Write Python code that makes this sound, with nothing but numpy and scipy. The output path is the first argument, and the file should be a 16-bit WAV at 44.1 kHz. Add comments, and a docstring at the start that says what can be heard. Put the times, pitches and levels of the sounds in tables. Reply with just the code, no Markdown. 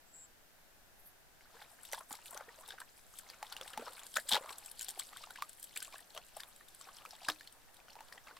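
"""Faint air with a wavering bass and a soft hiss lies under an open field. A cricket chirps once, fast sliding strokes,
and another insect rasps twice, high ticking noise. Then bare feet wade through wet mud a few metres away: gurgle,
crackle and spray are swarms of tiny damped sines in noise; bubbles snap open with a crack and a ring; air pockets pop
hollow and ragged; the wet surface smacks in bursts of noise; low damped sines thud as a foot reaches firm ground."""
import sys
import numpy as np
from scipy import signal
from scipy.fft import rfft, irfft, next_fast_len
from scipy.io import wavfile
from scipy.ndimage import map_coordinates

SR = 44100
rng = np.random.default_rng(int(sys.argv[2]) if len(sys.argv) > 2 else 0)


def put_to_file(sound):
    """Save the sound as 16-bit audio at rate SR, in the file named by the first command-line argument."""
    columns = np.atleast_2d(sound).T  # one column per channel
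    safe = np.clip(columns, -1, 1)
    whole_steps = np.round(safe * 32767)
    wavfile.write(sys.argv[1], SR, whole_steps.astype(np.int16))


N = 370263

LEAD = 400  # samples kept ahead of a burst's peak
SINCE = (np.arange(1600) - LEAD) / SR  # seconds from that peak


def amp(db):
    """Decibels to amplitude."""
    return 10 ** (np.asarray(db) / 20)


def unit(x):
    """Scale to an rms of 1."""
    return x / np.sqrt(np.mean(x ** 2) + 1e-20)


def along(points, hz):
    """Read (frequency [Hz], value) points on a log frequency axis."""
    f, value = np.transpose(points)
    return np.interp(np.log(hz + 1), np.log(f + 1), value)


def curves(rows):
    """One dB value per sample for each column after the time, silent outside."""
    s, *columns = np.transpose(rows)
    t = np.arange(N) / SR
    return [np.interp(t, s, column, left=-140, right=-140) for column in columns]


def drift(step):
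    """A smooth random curve with a new random point every step samples."""
    return map_coordinates(rng.standard_normal(N // step + 4), [np.arange(N) / step])


def filtered(x, response):
    """Filter x by a (possibly complex) response of frequency in Hz."""
    m = next_fast_len(N + SR // 2)
    return irfft(rfft(x, m) * response(np.fft.rfftfreq(m, 1 / SR)), m)[..., :N]


def above(x, lo_hz):
    """Steep causal high-pass."""
    return filtered(x, lambda hz: (1j * hz / (lo_hz + 1.4j * hz - hz * hz / lo_hz) * 1j * hz / lo_hz) ** 2)


def scatter(s, rows):
    """Sum of short sounds (rows), each starting at its time s."""
    at = np.round(s * SR).astype(int)[:, None] + np.arange(rows.shape[1])
    return np.bincount(at.ravel(), rows.ravel(), N + SR)[:N]


def bubbles(s, db, hz, t60, rise, attack, size):
    """Damped sines whose pitch climbs as the cavity closes."""
    t = np.arange(size) / SR
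    hz, t60 = hz[:, None], np.clip(t60, .0005, .25)[:, None]
    tone = np.sin(2 * np.pi * hz * (t + rise * t * t / t60))
    decay = amp(db[:, None] - 60 * t / t60)
    return scatter(s, decay * (1 - np.exp(-t / attack)) * tone)


def swarm(count, hz, spread, cycles, uneven_db, hiss, size):
    """Bubbles at random moments, sizes and pitches over a share of noise, bunched in clumps; rms 1."""
    when, pitch = rng.random(count), rng.standard_normal(count)
    big = np.minimum(rng.exponential(1, count), 3.5)
    f = np.clip(hz * np.exp(spread * pitch), 450, 15000)
    grains = unit(bubbles(when * N / SR, uneven_db * big, f, cycles / f, 0.23, 0.000048, size))
    noise = filtered(rng.standard_normal(N), lambda w: np.exp(-.5 * (np.log((w + 1) / hz) / spread) ** 2))
    clumps = amp(3.2 * drift(1500))
    return unit((grains + hiss * unit(noise)) * clumps)


def burst(db, rise_ms, fall_ms, tail_db, linger):
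    """Envelopes that halve in rise_ms before and fall_ms after the peak, plus a weak tail linger times slower."""
    rise, fall = [np.clip(v, .2, 20)[:, None] / 1000 for v in (rise_ms, fall_ms)]
    main = amp(-6 * np.where(SINCE < 0, -SINCE / rise, SINCE / fall))
    main = main * np.clip((SINCE - SINCE[0]) / .005, 0, 1)  # fade in without a click
    tail = (SINCE > 0) * amp(tail_db - 6 * SINCE / (fall * linger))
    return amp(db)[:, None] * (main + tail)


def ragged(hz, rough, glide):
    """Tones whose phase wanders as the soft walls tremble, and whose pitch climbs as the cavity closes."""
    hz = hz[:, None]
    wander = np.cumsum(rng.standard_normal((len(hz), len(SINCE))), axis=1) * np.sqrt(hz / SR)
    climb = SINCE + glide * np.maximum(SINCE, 0) ** 2
    return np.sin(2 * np.pi * hz * climb + rough * wander)


# colour of smack and spray: (frequency [Hz], level [dB per Hz])
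SPRAY_COLOUR = [(880, -35), (1500, 25.5), (1920, 3.5), (2140, -2.5), (2770, -13.5), (3060, 3), (4640, -1.5),
                (5170, -2.5), (6370, -15.5), (7610, -9.5), (9470, -15), (12700, -16.5), (16000, -28.5)]


def bright(x, lo_hz):
    """Give x the wet spray colour above lo_hz."""
    return filtered(x, lambda hz: amp(along(SPRAY_COLOUR, hz)) / (1 + (lo_hz / (hz + 1)) ** 8))


AIR_DB = -63  # rms before the bass wavers and the channels are trimmed
# colour of the air before it is scaled: (frequency [Hz], level [dB per Hz])
AIR_COLOUR = [(12, 5), (25, -4.5), (60, -9.5), (120, -12.5), (270, -13.5), (450, -15), (700, -11),
              (950, -15.5), (1150, -18), (1600, -13), (2100, -18), (3000, -20.5), (11000, -24),
              (14900, -21.5), (16000, -38)]
# how alike the air is left and right: (frequency [Hz], correlation [0 to 1])
AIR_LIKENESS = [(60, 0.26), (150, 0.075), (380, 0.14), (950, 0.44), (2380, 0.036), (5980, 0.0096),
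                (15000, 0.016)]


def air():
    """Distant air partly shared by both channels, hiss hardly at all; a light breeze makes the bass waver."""
    def mid_and_side(hz):
        turn = np.arccos(np.clip(along(AIR_LIKENESS, hz), -1, 1)) / 2
        return amp(along(AIR_COLOUR, hz)) * np.array([np.cos(turn), np.sin(turn)])

    mid, side = filtered(rng.standard_normal((2, N)), mid_and_side)
    pair = unit(np.array([mid + side, mid - side]))
    bass = filtered(pair, lambda hz: 1 / (1 + (hz / 170) ** 4))
    breeze = amp(0.77 * drift(6000) - 1.0)
    return amp(AIR_DB) * (pair - bass + bass * breeze)


CHIRP_S, CHIRP_DB = .1325, -49.5  # time of stroke 0, level of a full stroke before its random spread
CHIRP_STROKES, STROKE_HZ = 19.4, 158.6  # end of the chirp in strokes, strokes a second


def cricket():
    """Each wing stroke is a brief tone sliding down, after a faint run-up; grass nearby smears it a little."""
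    t, k = np.arange(190) / SR, np.arange(-11, CHIRP_STROKES)
    stroke = np.sin(np.pi * t / t[-1]) ** 2 * np.sin(2 * np.pi * (8150 * t - 120000 * t * t))
    rise_db = np.clip(4.8 * (k - 1.5), -17, 0)
    fall_db = -5.5 * (k - CHIRP_STROKES + 1.6)
    size = amp(CHIRP_DB + np.minimum(rise_db, fall_db) + rng.normal(0, 0.98, len(k)))
    chirp = scatter(CHIRP_S + k / STROKE_HZ, size[:, None] * stroke)
    grass = rng.standard_normal(1300) * amp(-60 * np.arange(1300) / SR / 0.08)
    smear = signal.fftconvolve(chirp, grass / np.linalg.norm(grass))[:N]
    return chirp + amp(-4.0) * smear


RASP_RISE_DB_PER_S, RASP_FALL_DB_PER_S = 480, 450
# rasps of the second insect: (time of the peak [s], level [dB])
RASP_PEAKS = [(1.0, -63), (1.072, -55)]


def rasp():
    """High noise scraped in quick ticks, 190 a second, swelling and fading at each rasp."""
    t = np.arange(N) / SR
    ticks = 1 + 0.58 * np.maximum(np.sin(2 * np.pi * 190 * t), 0) ** 6
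    hiss = filtered(rng.standard_normal((2, N)), lambda hz: np.exp(-((hz - 12300) / 2600) ** 2))
    swell = 0
    for s, db in RASP_PEAKS:
        slope_db = np.minimum(RASP_RISE_DB_PER_S * (t - s), RASP_FALL_DB_PER_S * (s - t))
        swell = swell + amp(db + slope_db)
    return swell * unit(ticks * hiss)


AFTER_S, FOLLOWS = 0.032, 0.28  # spread of the stirring round a burst, share of the burst's dB it follows


def aftermath(events):
    """Gain of 1 or more: how much the given bursts stir the mud nearby, just before and after them."""
    s, db = np.transpose(events)[:2]
    kicks = np.bincount((s * SR).astype(int), amp(2 * FOLLOWS * (db + 39.5)), N)
    bell = np.exp(-(np.arange(-6000, 6001) / SR / AFTER_S) ** 2)
    return np.sqrt(1 + 1.04 * np.abs(signal.fftconvolve(kicks, bell, "same")))


# how hard the feet stir the mud, before layer trims and aftermath gain:
# (time [s], overall level [dB], gurgle against overall [dB], spray against overall [dB])
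STIRRING = [(1.3, -85, 6, -18), (1.55, -61.5, -0.5, -7), (2.0, -66, -4, 2), (2.5, -64, 2, -5.5),
            (2.75, -62.5, -4.5, -9), (2.95, -69, -10, 1), (3.18, -58.5, -7, -3.5), (3.5, -61.5, 1.5, -9),
            (3.9, -56, -1.5, -7), (4.2, -63.5, -5.5, 0), (4.5, -60.5, 2, -2), (4.9, -59.5, -5.5, -5.5),
            (5.28, -55.5, -10.5, -11), (5.55, -66, -7.5, -1), (5.95, -57, -10, -7), (6.1, -68.5, -2.5, -4),
            (6.4, -58.5, -7, -5), (6.62, -66, -12, -2), (6.9, -61, 1.5, -4.5), (7.3, -58.5, -11.5, -10.5),
            (7.55, -71, 3, 0.5), (8.0, -64, -3, -12), (8.4, -65.5, 2.5, -2.5)]


def stirred():
    """Small bubbles gurgle, the wet film crackles and fine spray hisses while a foot moves."""
    overall_db, gurgle_db, spray_db = curves(STIRRING)
    gurgle = swarm(count=2500, hz=1006, spread=0.446, cycles=40, uneven_db=6.5, hiss=1.0, size=900)
    crackle = swarm(count=7000, hz=3790, spread=0.37, cycles=28, uneven_db=8.5, hiss=0.79, size=300)
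    mist = swarm(count=12000, hz=11000, spread=0.41, cycles=30, uneven_db=7.0, hiss=0.77, size=100)
    spray = unit(bright(mist, 6320))
    film = aftermath(MUD_SMACKS) * (amp(-6.5) * crackle + amp(spray_db - 2.5) * spray)
    depths = aftermath(AIR_POCKETS + BUBBLE_SNAPS) * amp(gurgle_db - 4.0) * gurgle
    return amp(overall_db) * (depths + film)


SNAP_RISE_MS, SNAP_CYCLES = 0.2, 2.27  # halving time of the rise, cycles for the ring to halve
CRACK_MS, CRACK_DB = 0.49, -2  # halving time of the crack, its level against the ring before filtering
# bubbles that snap open at once: (time of the peak [s], level before filtering [dB], pitch [Hz])
BUBBLE_SNAPS = [(1.409, -53, 2150), (1.933, -32.5, 2040), (2.1082, -38, 826), (2.3753, -32, 6230),
                (3.3005, -36.5, 4400), (3.4281, -32, 810), (3.5663, -33, 2770), (3.6125, -34, 3460),
                (3.7759, -29, 822), (5.423, -27.5, 1120), (5.764, -35, 2340), (6.4345, -39, 3630),
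                (7.052, -39, 1250), (7.06, -42.5, 2530), (7.2855, -22.5, 1600), (7.3001, -24, 3640),
                (7.4094, -42.5, 1710), (1.9165, -41, 6000), (4.0342, -40, 7060), (6.1765, -33, 3100),
                (7.802, -52.5, 2500), (7.9545, -44.5, 830), (8.0065, -40, 850), (8.125, -42.5, 1770),
                (8.1346, -48, 5000), (8.158, -50, 910), (8.2834, -45.5, 2190), (8.3685, -47.5, 1060)]


def snaps():
    """The skin of a bubble breaks with a crack, and the cavity rings down cleanly."""
    s, db, hz = np.transpose(BUBBLE_SNAPS)
    rise_ms, crack_ms = np.full(len(s), SNAP_RISE_MS), np.full(len(s), CRACK_MS)
    ring = burst(db, rise_ms, SNAP_CYCLES * 1000 / hz, tail_db=-18.5, linger=7.1)
    ring = scatter(s - LEAD / SR, ring * ragged(hz, rough=0.31, glide=2.65))
    crack = burst(db + CRACK_DB, rise_ms, crack_ms, tail_db=-11, linger=12)
    crack = scatter(s - LEAD / SR, crack * rng.standard_normal(crack.shape))
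    crack = filtered(crack, lambda f: 1 / (1 + 1j * f / 4500))  # soften the treble
    return above(ring + crack, 600)


POP_RISE_MS, POP_FALL_MS = 2.03, 1.49  # halving times of a 1 kHz pocket
BIG_IS_SLOW = 0.13  # lower pockets take longer by this power of pitch
TAIL_DB, LOUD_IS_DRY = -15.5, 0.38  # tail under a -44.5 dB pop; louder pops keep less of it, dB per dB
# air pockets bursting in the mud: (time of the peak [s], level before mixing its parts [dB], pitch [Hz])
AIR_POCKETS = [(1.6203, -47, 800), (1.618, -50, 1560), (1.79, -57, 1680), (1.933, -37, 535),
               (1.9425, -39, 887), (1.9473, -43.5, 1600), (1.9801, -40.5, 923), (2.009, -43, 1050),
               (2.117, -47, 1140), (2.1405, -43.5, 870), (2.19, -52, 893), (2.316, -51, 900),
               (2.398, -50, 900), (2.3302, -45.5, 1040), (2.352, -45.5, 585), (2.364, -47.5, 1135),
               (2.3706, -43, 1440), (2.4093, -41.5, 1400), (2.4125, -45.5, 820), (2.4239, -49, 1520),
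               (2.4907, -49, 1880), (2.5885, -45.5, 570), (2.637, -49.5, 1124), (2.6856, -48.5, 800),
               (2.7082, -47, 1520), (2.7269, -47, 1600), (2.741, -48.5, 793), (2.7849, -46, 1574),
               (2.8051, -45, 1196), (2.818, -41, 1560), (3.336, -51.5, 2220), (3.4493, -48, 900),
               (3.5232, -44.5, 850), (3.527, -44.5, 1400), (3.625, -45, 514), (3.739, -46, 1770),
               (3.797, -37.5, 450), (3.823, -39, 470), (3.8276, -43, 673), (3.8679, -45, 1420),
               (3.8753, -40.5, 976), (3.8822, -39, 1273), (3.97, -53, 2230), (3.9803, -49.5, 1480),
               (4.166, -30, 1464), (4.17, -21.5, 1443), (4.1832, -38.5, 630), (4.1856, -35, 1740),
               (4.192, -42, 1580), (4.309, -38, 970), (4.3178, -36, 820), (4.3276, -34, 944),
               (4.339, -42, 1900), (4.3434, -31.5, 940), (4.345, -32, 566), (4.3494, -36, 1670),
               (4.357, -26.5, 830), (4.3602, -36, 1930), (4.361, -34.5, 573), (4.3677, -28, 863),
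               (4.3758, -39, 886), (4.377, -32, 574), (4.438, -46, 1196), (4.445, -45, 587),
               (4.4615, -46, 1210), (4.488, -48, 1110), (4.493, -45, 2210), (4.512, -50, 1144),
               (4.886, -48.5, 733), (4.977, -43.5, 728), (5.0, -47, 1240), (5.132, -46.5, 1160),
               (5.164, -46.5, 1520), (5.21, -52, 900), (5.24, -44, 1196), (5.2733, -48, 870),
               (5.3078, -44, 1470), (5.36, -44.5, 1660), (5.3886, -44.5, 1026), (5.768, -45, 1710),
               (5.8235, -44, 1520), (5.88, -50.5, 1150), (5.9434, -45.5, 1077), (5.959, -47, 1670),
               (5.992, -52, 1690), (6.1509, -49, 623), (6.1657, -46, 690), (6.1672, -46, 1215),
               (6.1775, -42, 636), (6.1775, -44.5, 1250), (6.3706, -41, 662), (6.402, -44.5, 1660),
               (6.435, -55, 1590), (6.6102, -52.5, 1760), (6.812, -53, 1095), (6.8746, -49.5, 774),
               (6.8888, -47.5, 1100), (7.134, -48, 784), (7.2202, -49.5, 756), (7.234, -54, 785),
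               (7.268, -49, 1000), (7.2895, -29.5, 1140), (7.297, -33, 1070), (7.302, -40, 695),
               (7.313, -51, 1200), (7.966, -48, 910), (7.99, -50, 870), (8.272, -51.5, 1570),
               (8.18, -48, 1830)]


def pops():
    """Each pocket rings raggedly at its pitch, with a weaker neighbour and a slap of mud."""
    s, db, hz = np.transpose(AIR_POCKETS)
    slow = (1000 / hz) ** BIG_IS_SLOW
    tail_db = (TAIL_DB - LOUD_IS_DRY * (db + 44.5))[:, None]
    shape = burst(db, POP_RISE_MS * slow, POP_FALL_MS * slow, tail_db, linger=14)
    neighbour_hz = hz * np.exp(.35 * rng.standard_normal(len(s)))
    ring = ragged(hz, rough=0.51, glide=3.6)
    ring = ring + amp(-3.5) * ragged(neighbour_hz, rough=1.0, glide=2.14)
    slap = scatter(s - LEAD / SR, amp(-4.0) * shape * rng.standard_normal(shape.shape))
    slap = filtered(slap, lambda f: 1j * f * 1400 / (1300 ** 2 - f * f + 1j * f * 1400))  # band round 1300 Hz
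    return above(scatter(s - LEAD / SR, shape * ring) + slap, 392)


SMACK_RISE_MS, SMACK_FALL_MS = 0.6, 0.91  # typical halving times, varied a little per smack
# wet smacks as the mud tears or a drop lands: (time of the peak [s], level before mixing its parts [dB],
# pitch [Hz], spray against the smack before its 8 dB lift and colour [dB])
MUD_SMACKS = [(1.623, -42.5, 3620, -10), (1.8333, -52.5, 9100, 15.5), (1.8518, -39.5, 3570, 3),
              (1.925, -38, 5900, 9), (1.933, -32.5, 5870, 5.5), (1.947, -37, 3260, 2),
              (1.954, -43, 4660, -5), (1.9819, -42, 3390, -12), (1.9893, -42.5, 9500, -1),
              (2.117, -45, 7250, 9), (2.1278, -35, 7260, 6), (2.1532, -41, 4730, 4),
              (2.2585, -40.5, 2540, 3.5), (2.2642, -47, 2800, 8), (2.2753, -50, 4030, 8),
              (2.2818, -43.5, 3660, 1), (2.309, -51, 8400, 16.5), (2.346, -39.5, 9150, -10),
              (2.609, -55, 8700, 13), (2.6785, -52, 8500, 13), (2.6887, -38, 3620, 1),
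              (2.698, -49, 3900, -18), (2.706, -33.5, 3490, -37), (2.722, -42, 3700, -18),
              (2.8028, -39, 8560, 1), (3.188, -38, 8700, 5), (3.4303, -46, 4800, -17),
              (3.4573, -50, 3600, -2), (3.467, -41.5, 3580, -19), (3.5251, -32, 4370, -1.5),
              (3.575, -42, 3500, -14), (3.632, -41, 5460, -10), (3.6788, -38.5, 8400, -9),
              (3.7032, -43, 8100, -8), (3.7346, -38, 2940, -5), (3.7752, -51, 3850, 7),
              (3.8587, -42, 5200, -5), (3.933, -48, 4500, 11), (3.994, -40.5, 3450, 0),
              (4.0672, -39, 8200, 3), (4.1416, -37.5, 8700, -3), (4.157, -31.5, 4540, -2),
              (4.1607, -30.5, 9140, 0), (4.1662, -25.5, 3370, -12), (4.1695, -26, 6880, 1.5),
              (4.199, -39, 4530, 4), (4.2887, -29.5, 8300, -2), (4.2925, -25.5, 8200, 3),
              (4.301, -44, 5230, -5), (4.2963, -32, 3620, -11), (4.3094, -29, 3400, -1),
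              (4.3174, -18.5, 3840, -16), (4.324, -14, 3620, -26), (4.3336, -14, 3490, -31),
              (4.3385, -24, 3400, -15), (4.3457, -17, 3830, -25), (4.3527, -22, 3290, -22),
              (4.3547, -21.5, 3830, -28), (4.3658, -29, 3730, -19), (4.374, -29.5, 2870, -17),
              (4.494, -38, 4050, -16), (4.506, -42, 7700, -16), (4.5277, -38, 4140, -5),
              (4.584, -42, 7840, 10), (4.649, -44, 7400, -14), (4.661, -38.5, 7660, 3),
              (4.6706, -56, 6900, -7), (4.715, -39.5, 9500, 3), (4.7941, -32.5, 7260, -1),
              (4.8116, -31, 7040, 0), (4.82, -33.5, 7200, 4), (4.829, -37, 8010, 4), (4.846, -37, 8950, 2),
              (4.885, -32, 3600, 4), (4.8902, -32, 7200, 0), (4.9013, -34.5, 8500, -3),
              (4.907, -40, 5660, 8), (4.9924, -39, 8690, 8.5), (4.9966, -26.5, 7600, -2),
              (5.0093, -39, 3260, -19), (5.0898, -47, 4070, -23), (5.129, -52, 4500, 6),
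              (5.1716, -39.5, 3500, 3.5), (5.239, -43, 3800, -6), (5.307, -41.5, 3860, 4),
              (5.3594, -39.5, 2390, -6), (5.4228, -40, 5400, 4.5), (5.4945, -42.5, 8230, 4.5),
              (5.532, -48, 8250, 5), (5.5981, -51, 8540, 13), (5.629, -38.5, 8440, 7),
              (5.642, -41, 8050, 9), (5.761, -34, 7550, 0), (5.7733, -30.5, 2940, -15),
              (5.7745, -33, 8300, 9), (5.8042, -36.5, 5300, 0), (5.8272, -33.5, 7900, 4),
              (5.8484, -38, 7500, -10), (5.9825, -46.5, 8800, 7), (6.005, -47.5, 8590, 5),
              (6.1494, -43, 3380, 5), (6.1648, -40, 2880, -18), (6.105, -47, 4000, -10),
              (6.368, -42, 9130, 8), (6.4044, -34.5, 4680, -1.5), (6.7483, -47, 8750, 5.5),
              (6.8127, -40.5, 7640, -11), (6.823, -50, 6000, -3), (7.153, -43, 3300, -12),
              (6.968, -44, 4870, -5), (6.986, -44, 3170, -17), (6.892, -51, 3360, -6),
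              (7.1084, -39.5, 5300, -8), (7.2476, -44, 7950, -5), (7.288, -22.5, 5090, -8),
              (7.234, -51, 7900, -3), (7.3188, -36, 4250, -20), (7.41, -53, 2350, -22),
              (7.475, -39.5, 4220, -5), (8.1272, -42.5, 4680, -3), (7.361, -48, 2600, -10),
              (7.3975, -49, 4200, -16), (7.4315, -52, 3700, -2), (7.526, -49, 8560, 0),
              (7.744, -51, 8650, 2), (7.768, -50, 3820, 1), (8.085, -49, 4500, -5), (6.563, -49, 8100, 3),
              (6.685, -49, 3500, 5), (7.904, -47.5, 4350, -8), (7.9315, -48, 5430, -12),
              (8.272, -46, 2580, -18), (8.369, -46, 2500, -10), (5.926, -42, 2350, -7),
              (2.661, -46.5, 3360, -10)]


def smacks():
    """A tiny cavity rings while a burst of noise and spray flares and dies."""
    s, db, hz, spray_db = np.transpose(MUD_SMACKS)
    size = np.exp(0.067 * rng.standard_normal(len(s)))
    shape = burst(db, SMACK_RISE_MS * size, SMACK_FALL_MS * size, tail_db=-13.5, linger=7.9)
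    # the film stretches and hisses around the break
    stretch = np.exp(-(SINCE / np.where(SINCE < 0, 0.008, 0.012)) ** 2)
    shape += amp(.8 * db - 27)[:, None] * stretch
    tear, mist = rng.standard_normal((2, *shape.shape)) * shape
    ring = amp(-6.5) * shape * ragged(hz, rough=0.72, glide=1.36)
    ring = above(scatter(s - LEAD / SR, ring), 1860)
    body = bright(scatter(s - LEAD / SR, amp(-3.5) * tear), 2190)
    spray = bright(scatter(s - LEAD / SR, amp(spray_db + 8)[:, None] * mist), 7530)
    return ring + body + spray


# a foot reaches firm ground: (time of the onset [s], level before a 2.5 dB cut and churn [dB],
# pitch [Hz], time to fall 60 dB [s])
FOOT_THUDS = [(1.931, -52, 348, 0.032), (2.113, -39.5, 267, 0.023), (3.777, -45.5, 237, 0.18),
              (4.164, -52, 225, 0.11), (4.323, -40, 225, 0.1), (4.33, -46, 97, 0.078),
              (7.282, -45, 304, 0.22), (7.284, -39, 167, 0.031), (7.286, -51, 100, .07)]


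def thuds():
    """Low dull pushes, broken up by the mud that closes round the foot."""
    s, db, hz, t60 = np.transpose(FOOT_THUDS)
    push = bubbles(s, db - 2.5, hz, t60, 0.02, 0.0015, size=6000)
    churn = unit(drift(300))
    return push * amp(2.2 * churn)


# stereo width of the scattered part of the steps: (frequency [Hz], side against mid [dB])
STEP_WIDTH = [(100, -12), (700, -20), (1500, -15), (3000, -16), (5500, -7), (9000, -3), (15000, -2)]


def ports(x):
    """Stereo steps: three scattered paths fade in and out in turn as the side; the left is brighter."""
    echoes = rng.standard_normal((3, 260)) * amp(-60 * np.arange(260) / SR / 0.013)
    echoes = echoes / np.linalg.norm(echoes, axis=1, keepdims=True)
    paths = signal.fftconvolve(x[None], echoes, axes=1)[:, :N]
    turn = 2 * np.pi * (6 * np.arange(N) / SR + np.arange(3)[:, None] / 3)  # six turns a second
    scattered = np.sum(paths * np.cos(turn), axis=0) / np.sqrt(1.5)
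    side = filtered(scattered, lambda hz: amp(along(STEP_WIDTH, hz)))
    side = side + filtered(x, lambda hz: .04 + .3 * hz ** 2 / (hz ** 2 + 6000 ** 2))  # lean left in the treble
    return np.array([x + side, x - side])


def scene():
    """The air, the insects and the wading feet, placed left and right."""
    background = air() * amp([[.4], [-.4]])
    insects = cricket() * amp([[1.5], [-1.5]]) + rasp()
    walker = stirred() + snaps() + pops() + smacks() + thuds()
    return background + insects + ports(walker)


TOP_HZ = 15900


def record(dry):
    """Band limit: nothing at or above TOP_HZ is kept."""
    return filtered(dry, lambda hz: hz < TOP_HZ)


dry = scene()
out = record(dry)
put_to_file(out)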